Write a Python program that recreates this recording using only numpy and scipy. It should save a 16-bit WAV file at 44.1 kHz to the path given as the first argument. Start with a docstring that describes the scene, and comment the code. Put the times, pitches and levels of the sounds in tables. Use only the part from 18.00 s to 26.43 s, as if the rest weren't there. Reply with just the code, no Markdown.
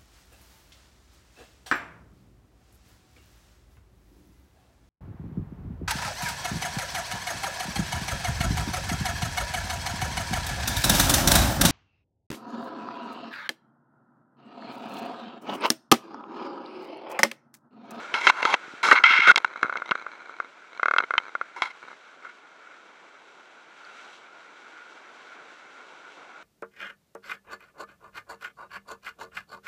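"""A hand shifting its grip on a plastic waterproof camera case, right at the microphone inside.
The skin scrapes, sticks and slips in dry creaks and one squeal, and every slip rings the shell.
A joint ticks under slow load and fingertips bump softly. We are at the bow of a sailing ship under way:
farther off, the bow wave washes and fizzes steadily, coloured by the same shell. Mono."""
import sys
import numpy as np
from scipy import signal
from scipy.fft import rfft, irfft
from scipy.io import wavfile
from scipy.ndimage import uniform_filter1d, minimum_filter1d

SR = 44100
rng = np.random.default_rng(int(sys.argv[2]) if len(sys.argv) > 2 else 0)


def materialize(psi):
    """Save the field psi as 16-bit PCM at rate SR to the path in sys.argv[1].

    A 1-D psi becomes a single channel; in a 2-D psi each row is a channel.
    """
    bounded = np.clip(np.atleast_2d(psi).T, -1, 1)
    quanta = np.round(bounded * 32767).astype(np.int16)
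    wavfile.write(sys.argv[1], SR, quanta)


N = 371763
RING_SIZE = 2048  # samples
PUSH_SAMPLES = SR / 200  # slips, knocks and bumps have their level taken over 5 ms

# The sea as heard from inside the case. Each row: frequency in Hz, relative level in dB.
SEA_SPECTRUM = [(30, -46.5), (70, -36.5), (150, -20.5), (330, -8), (1100, -6), (1420, 5.5), (1850, -6.5),
                (2250, -1.5), (2900, -17.5), (4000, -19.5), (4900, -25), (7800, -29), (8700, -41),
                (11500, -45.5)]
# Narrow peaks and a dip that the case adds to it. Each row: centre in Hz, width in Hz, gain in dB.
WALL_PEAKS = [(1414, 190, 2), (3210, 480, 3), (3830, 330, 2.5), (5890, 380, 4), (7660, 230, -2)]
# The two borders between wash, splash and spray, in Hz.
SEA_BORDERS_HZ = [1150, 2600]
# Steady rush along the hull. Each row: time in seconds, level in dB.
HULL_RUSH = [(0, -45), (0.8, -52.5), (2.6, -57.5), (4.4, -57), (5.6, -56), (7, -54), (8.4, -53)]
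# Wash, splash and spray between waves, in dB relative to the rush.
BETWEEN_WAVES_DB = (-0.77, 2.5, -6)
# Waves breaking at the bow. Each row: crest and half length in seconds, splash and spray in dB.
BOW_WAVES = [(0.503, 0.36, -46.5, -58), (1.55, 0.64, -49.5, -75), (3.116, 0.48, -52, -68),
             (3.8, 0.18, -57, -62), (4.68, 0.1, -54.5, -65), (5.95, 0.17, -50.5, -57),
             (6.675, 0.18, -56, -65), (7.395, 0.18, -53.5, -68)]
# One drop of spray: start in seconds, pitch in Hz, width in Hz, peak in dB.
SPRAY_DROP = (5.85, 4450, 170, -41)

# Resonances of the case, its joint and a dull creak. Each row: centre in Hz, width in Hz, level in dB.
CASE_MODES = [(514, 670, -19), (967, 275, -5.5), (1402, 325, 2.5), (2133, 220, -1), (2680, 240, -13),
              (3233, 225, -14.5), (3674, 420, -22), (4020, 360, -19), (4460, 290, -26.5), (5200, 910, -30),
              (6200, 640, -32), (7160, 590, -38.5), (8100, 1000, -48), (9350, 1300, -51), (10400, 900, -61)]
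JOINT_MODES = [(460, 570, -8.5), (1000, 310, -2.5), (1395, 390, 1.5), (2210, 126, 1), (3280, 650, -21.5),
               (4000, 270, -11.5), (6280, 510, -26.5), (10500, 2500, -63.5)]
DULL_MODES = [(565, 544, -17), (1180, 280, -8.5), (1428, 290, -1.5), (2123, 170, -4.5), (2550, 200, -14),
              (3270, 230, -19), (3910, 530, -22.5), (4550, 140, -25), (5500, 600, -35), (6180, 400, -29.5),
              (7400, 900, -68), (10200, 1800, -79.5)]
# Where a contact's thud, body, edge and tick lie, in Hz. Thud, edge and tick are set against the body.
CONTACT_BANDS_HZ = [350, 1400, 3000, 9000]
# A loose and a firm stroke. Each: thud, edge and tick in dB.
LOOSE_DB, FIRM_DB = (12.1, 4.4, 14.3), (-11, 8.5, -1.2)
# Fingertips landing on the case. Each row: start in seconds, level in dB.
FINGER_BUMPS = [(0.141, -39.5), (.448, -39.5), (0.68, -45), (.737, -41), (1.107, -36.5), (1.191, -33.5),
                (1.645, -32.5), (1.913, -30), (3.84, -52)]
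# The joint creeping. Each row: start and end in seconds, level in dB, edge in dB.
JOINT_CREEPS = [(1.397, 1.53, -46.5, -2), (1.53, 1.66, -43, 4.5), (1.659, 1.8, -37, -3.5),
                (1.828, 2.04, -40.5, 4.5), (2.039, 2.464, -48, 1), (2.707, 2.8, -43, 5),
                (2.982, 3.048, -36, -4), (3.149, 3.3, -46, -2), (3.817, 3.935, -46.5, -5)]
# Skin sliding on the case. Each row: start and end in seconds, first and last level in dB,
# firmness from 0 to 1, brightness in dB, lift of the hollow resonance in dB.
STROKES = [(0.138, 0.201, -23.5, -32, 0.4, 2.5, 6), (0.202, 0.268, -32.5, -24.5, 0.1, 4, 5),
           (0.268, 0.307, -21.5, -18, 0.27, 1.5, 1), (0.305, 0.415, -41, -29, 0.26, -4.5, 3),
           (0.417, 0.551, -30.5, -20, 0.26, -1, 6.5), (0.829, 0.922, -18.5, -25, 0.08, 4.5, 2.5),
           (0.922, 0.954, -11.5, -28.5, 0.1, -2.5, 3), (0.952, 0.99, -15, -20, 0.98, -2.5, 4),
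           (0.993, 1.033, -26.5, -36.5, 0.23, -13, -5), (1.035, 1.277, -15.5, -19.5, 1, 0.5, 0.5),
           (1.271, 1.318, -13, -11, 0.38, -4.5, -11), (3.561, 3.626, -36, -47.5, 0, -1.5, 4),
           (3.625, 3.716, -25.5, -48.5, 0.33, 3.5, 6.5), (4.221, 4.306, -43.5, -44, 0.24, -14, -18)]
# Runs of dull creaks. Each row: start in seconds, number of knocks, gap in seconds, first level in dB.
CREAK_RUNS = [(1.3429, 1, 0, -33), (1.558, 1, 0, -29.5), (1.6407, 3, 0.0084, -26),
              (1.696, 3, 0.0295, -22.5), (1.7624, 1, 0, -30.5), (1.82, 1, 0, -24), (1.9169, 1, 0, -16),
              (1.9535, 1, 0, -23), (2.0647, 1, 0, -27), (2.2942, 1, 0, -36.6), (2.4006, 1, 0, -21),
              (2.7958, 1, 0, -25), (2.8311, 6, 0.0264, -14.5), (3.0027, 1, 0.0095, -18),
              (3.106, 2, 0.032, -18.5), (3.152, 1, 0, -27), (3.1674, 1, 0, -40), (3.3511, 2, 0.061, -20.5)]
# Sharp releases of the grip. 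Each row: start in seconds, then level, edge, tick and hollow lift in dB.
GRIP_SLIPS = [(0.1406, -19, 21, -21, 0), (0.2688, -8, 7, 2, 1), (0.2739, -10, 8.5, -3, -3),
              (0.2985, -8.5, 3, 6, 10), (0.428, -17, 5, 2, 0), (0.4523, -12, 1.5, 0.5, -17),
              (0.541, -8, 5.5, 1, 0), (0.8868, -13, -17, -8, -3), (0.9126, -5, -2, 2, -23),
              (0.915, 1, -3, -19, -6), (0.9183, -5.5, -10, -5, -2.5), (1.0388, 3.5, 10, -9, -4),
              (1.3593, -12.5, 13.5, 21, 2), (1.374, -21.5, -8, -5, 0), (1.3786, -15, 14, 21, 15),
              (1.4457, -14.5, 0, -0.5, 6.5), (1.6296, -12, -7, -1.5, -4.5), (1.771, -28, 7, 6, -1),
              (1.9105, -19, 11.5, -6.5, 2), (2.9835, -12.5, 9, -8, -1.5), (3.037, -26, 3, -24, 1),
              (3.1797, -11, 15, -6, 2.5), (3.6207, -15, 13, 8, 14)]


def undb(db):
    """Decibels to gain."""
    return 10 ** (np.asarray(db) / 20)


def unit(x):
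    """Scale to rms 1."""
    return x / np.sqrt(np.mean(x ** 2) + 1e-18)


def add(out, start, sound):
    """Mix a sound into out from start, in seconds."""
    i = max(int(start * SR), 0)
    out[i:i + len(sound)] += sound[:len(out) - i]


def walk(rate_hz):
    """A smooth random wander with a spread near 1."""
    hold = max(int(SR / rate_hz), 1)
    steps = np.repeat(rng.standard_normal(N // hold + 1), hold)
    return 1.3 * uniform_filter1d(uniform_filter1d(steps, hold), hold)[:N]


def grains(per_s, spread_db=2.0):
    """Randomly timed tiny impulses, mostly weak, a few strong."""
    chance, size, sign = rng.random(N), rng.exponential(size=N), rng.choice([-1, 1], N)
    return (chance < per_s / SR) * sign * undb(spread_db * np.minimum(size, 4))


def ring(modes, contact_db, detune, build_hz=450):
    """Unit-energy response of a shell to one push; the contact sets its thud, edge and tick."""
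    hz = np.maximum(np.arange(RING_SIZE // 2 + 1) * SR / RING_SIZE, 10)
    power = sum(undb(db) ** 2 / (1 + ((hz / (f * detune) - f * detune / hz) * f / width) ** 2) ** 2
                for f, width, db in modes)
    thud_db, edge_db, tick_db = contact_db
    tilt_db = np.interp(np.log(hz), np.log(CONTACT_BANDS_HZ), [thud_db, 0, edge_db, tick_db])
    # folding the cepstrum makes the response causal
    cepstrum = irfft(np.log(np.sqrt(power) * undb(tilt_db) + 1e-9))
    cepstrum[1:RING_SIZE // 2] *= 2
    cepstrum[RING_SIZE // 2 + 1:] = 0
    # three resonances take a moment to build up, the main one longest
    lag = sum(np.arctan((hz / f - f / hz) * f / (build_hz * speed))
              for speed, (f, _, _) in zip([1, 3, 4], modes[2::2]))
    response = irfft(np.exp(rfft(cepstrum)) * np.exp(-2j * lag))
    return response / np.sqrt(np.sum(response ** 2))


def gripped_modes(hollow_db, scatter_db=2.0):
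    """Fingers damp each mode of the case differently; a loose hold frees the hollow one near 1 kHz."""
    change_db = scatter_db * rng.standard_normal(len(CASE_MODES))
    change_db[1] += hollow_db
    return [(hz, width, db + change) for (hz, width, db), change in zip(CASE_MODES, change_db)]


def push(db, chatter_db, chatter_s):
    """One sharp push, then brief chatter that swells and dies as the surfaces catch again."""
    age = np.arange(RING_SIZE) / SR / chatter_s
    chatter = rng.standard_normal(RING_SIZE) * age * np.exp(-age)
    force = undb(chatter_db) * chatter / np.sqrt(np.sum(chatter ** 2))
    force[0] = 1
    return force * undb(db) * np.sqrt(PUSH_SAMPLES / np.sum(force ** 2))


def wave_gains(spray_lag_s=0.048, wash_share_db=-11.5):
    """Gains of wash, splash and spray: each wave swells over the steady rush, and its spray follows."""
    t = np.arange(N) / SR
    rush = undb(np.interp(t, *np.transpose(HULL_RUSH)))
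    splash = spray = 0
    for crest, half_s, splash_db, spray_db in BOW_WAVES:
        splash += undb(splash_db) ** 2 * np.exp(-((t - crest) / half_s) ** 2)
        spray += undb(spray_db) ** 2 * np.exp(-((t - crest - spray_lag_s) / half_s) ** 2)
    breaking = [splash * undb(wash_share_db) ** 2, splash, spray]
    return [np.sqrt((rush * undb(db)) ** 2 + power) for db, power in zip(BETWEEN_WAVES_DB, breaking)]


def bow_wave(droplets_db=-5, slap_db=1.5, lap_db=-0.14, flicker_db=1.0):
    """Rushing water and droplets beyond the case, in three bands that lap together and flicker alone."""
    hz = np.maximum(np.arange(N // 2 + 1) * SR / N, 1)
    points_hz, points_db = np.transpose(SEA_SPECTRUM)
    peaks_db = sum(db * np.exp(-2 * ((hz - centre) / width) ** 2) for centre, width, db in WALL_PEAKS)
    colour = undb(np.interp(np.log(hz), np.log(points_hz), points_db) + peaks_db)
    fizz = rng.standard_normal(N) + undb(droplets_db) * unit(grains(per_s=900))
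    water = rfft(fizz) * colour
    # the main wall resonance flutters as splashes strike it unevenly
    wall_hz, wall_width, _ = WALL_PEAKS[0]
    wall = irfft(water * np.exp(-((hz - wall_hz) / wall_width) ** 2), N)
    water += rfft(wall * (undb(slap_db * walk(rate_hz=35)) - 1))
    out, lap = np.zeros(N), lap_db * walk(rate_hz=9)
    for k, gain in enumerate(wave_gains()):
        band = unit(irfft(water * (np.searchsorted(SEA_BORDERS_HZ, hz) == k), N))
        out += band * gain * undb(lap + flicker_db * walk(rate_hz=28))
    return out


def spray_drop():
    """A drop lands near the microphone with a short, faint plink."""
    start, hz, width, db = SPRAY_DROP
    out, t = np.zeros(N), np.arange(RING_SIZE) / SR
    add(out, start, undb(db) * np.sin(2 * np.pi * hz * t) * np.exp(-np.pi * width * t))
    return out


def finger_bumps(thud_hz=330, width_hz=260, band_hz=(110, 520)):
    """A fingertip lands softly and moves only the low resonance of the case."""
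    out, t = np.zeros(N), np.arange(RING_SIZE) / SR
    thud = np.cos(2 * np.pi * thud_hz * t) * np.exp(-np.pi * width_hz * t)
    thud = signal.sosfilt(signal.butter(2, band_hz, "bandpass", fs=SR, output="sos"), thud)
    thud *= np.sqrt(PUSH_SAMPLES / np.sum(thud ** 2))
    for start, db in FINGER_BUMPS:
        add(out, start, undb(db) * thud)
    return out


def joint_creeps(ticks_per_s=95, unevenness=0.55, spread_db=3.5, pitch_scatter=0.026, edge_spread_db=3):
    """Under slow load a joint lets go in runs of small, uneven ticks, each a little different."""
    out = np.zeros(N)
    for start, end, db, run_edge_db in JOINT_CREEPS:
        gap, size, pitch, edge = rng.standard_normal((64, 4)).T
        times = start + np.cumsum(np.exp(unevenness * gap)) / ticks_per_s
        sizes = unit(undb(spread_db * size)) * undb(db) * np.sqrt(SR / ticks_per_s)
        for k in np.flatnonzero(times < end):
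            edge_db = run_edge_db + edge_spread_db * edge[k]
            tick = ring(JOINT_MODES, (0, edge_db, edge_db), 1 + pitch_scatter * pitch[k])
            add(out, times[k], sizes[k] * tick)
    return out


def dull_creaks(pitch_scatter=0.011, jitter_s=0.0004, thud_db=-2, fade_db=0.5):
    """One spot sticks and slips again and again: the knocks are nearly alike, fading along a run."""
    out = np.zeros(N)
    for start, count, gap_s, first_db in CREAK_RUNS:
        for k in range(count):
            onset = start + k * gap_s + jitter_s * rng.standard_normal()
            db = first_db - k * fade_db
            edge_db = -12 + 0.6 * (db + 17)  # harder knocks are brighter
            detune = 1 + pitch_scatter * rng.standard_normal()
            shell = ring(DULL_MODES, (thud_db, edge_db, edge_db), detune)
            add(out, onset, signal.fftconvolve(push(db, chatter_db=-14.5, chatter_s=0.0033), shell))
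    return out


def skin_rubs(judder_db=1.54, fade_s=0.0022):
    """Sliding skin catches thousands of times a second, in surges; a firm grip damps thud and tick."""
    out = np.zeros(N)
    friction = grains(per_s=5000) * undb(judder_db * walk(rate_hz=150))
    for start, end, first_db, last_db, firmness, bright_db, hollow_db in STROKES:
        contact_db = LOOSE_DB + firmness * np.subtract(FIRM_DB, LOOSE_DB) + [0, bright_db, bright_db]
        i = int(start * SR)
        t = np.arange(int((end - start) * SR)) / SR
        fade = np.minimum(1, np.minimum(t, t[::-1]) / fade_s)
        pressure = fade * undb(np.linspace(first_db, last_db, len(t)))
        force = unit(friction[i:i + len(t)]) * pressure
        shell = ring(gripped_modes(hollow_db), contact_db, detune=1.005)
        add(out, start, signal.fftconvolve(force, shell))
    return out


def finger_squeal(peak_s=1.304, hz=1417, db=-8.5, rise_s=0.027, release_s=0.0053,
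                  waver=0.0403, judder_db=-1.5, judder_hz=300):
    """A sliding finger bites: stick-slip locks onto the main resonance, swells and stops short."""
    t = np.arange(N) / SR - peak_s
    swell = np.exp(np.minimum(t / rise_s, -t / release_s))
    pitch_hz = hz * (1 + waver * walk(judder_hz))
    tone = np.sin(2 * np.pi * np.cumsum(pitch_hz) / SR)
    return unit(tone) * swell * undb(db + judder_db * walk(judder_hz))


def grip_slips(pitch_scatter=0.047, full_slip_db=-5, thud_per_db=0.63):
    """The grip lets go with a snap that rings the whole case around the microphone."""
    out = np.zeros(N)
    for start, db, edge_db, tick_db, hollow_db in GRIP_SLIPS:
        thud_db = thud_per_db * (full_slip_db - db)  # weaker slips have a larger share of thud
        modes = gripped_modes(hollow_db)
        shell = ring(modes, (thud_db, edge_db, tick_db), 1 + pitch_scatter * rng.standard_normal())
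        add(out, start, signal.fftconvolve(push(db, chatter_db=-2.5, chatter_s=0.0012), shell))
    return out


def scene():
    """The hand on the case close up, the sea beyond."""
    grip = grip_slips() + dull_creaks() + skin_rubs() + finger_squeal()
    return (grip + joint_creeps() + finger_bumps() + bow_wave() + spray_drop())[None]


def record(dry, low_cut_hz=70, top_hz=11300, limiter_samples=89):
    """The small microphone loses the deep bass; the top is cut; a fast limiter ducks the loudest peaks."""
    thin = signal.sosfilt(signal.butter(1, low_cut_hz, "highpass", fs=SR, output="sos"), dry)
    band = signal.sosfilt(signal.ellip(5, .2, 60, top_hz, fs=SR, output="sos"), thin)
    gain = np.minimum(1, 1 / (np.abs(band) + 1e-9))
    return band * uniform_filter1d(minimum_filter1d(gain, limiter_samples), limiter_samples)


dry = scene()
out = record(dry)
materialize(out)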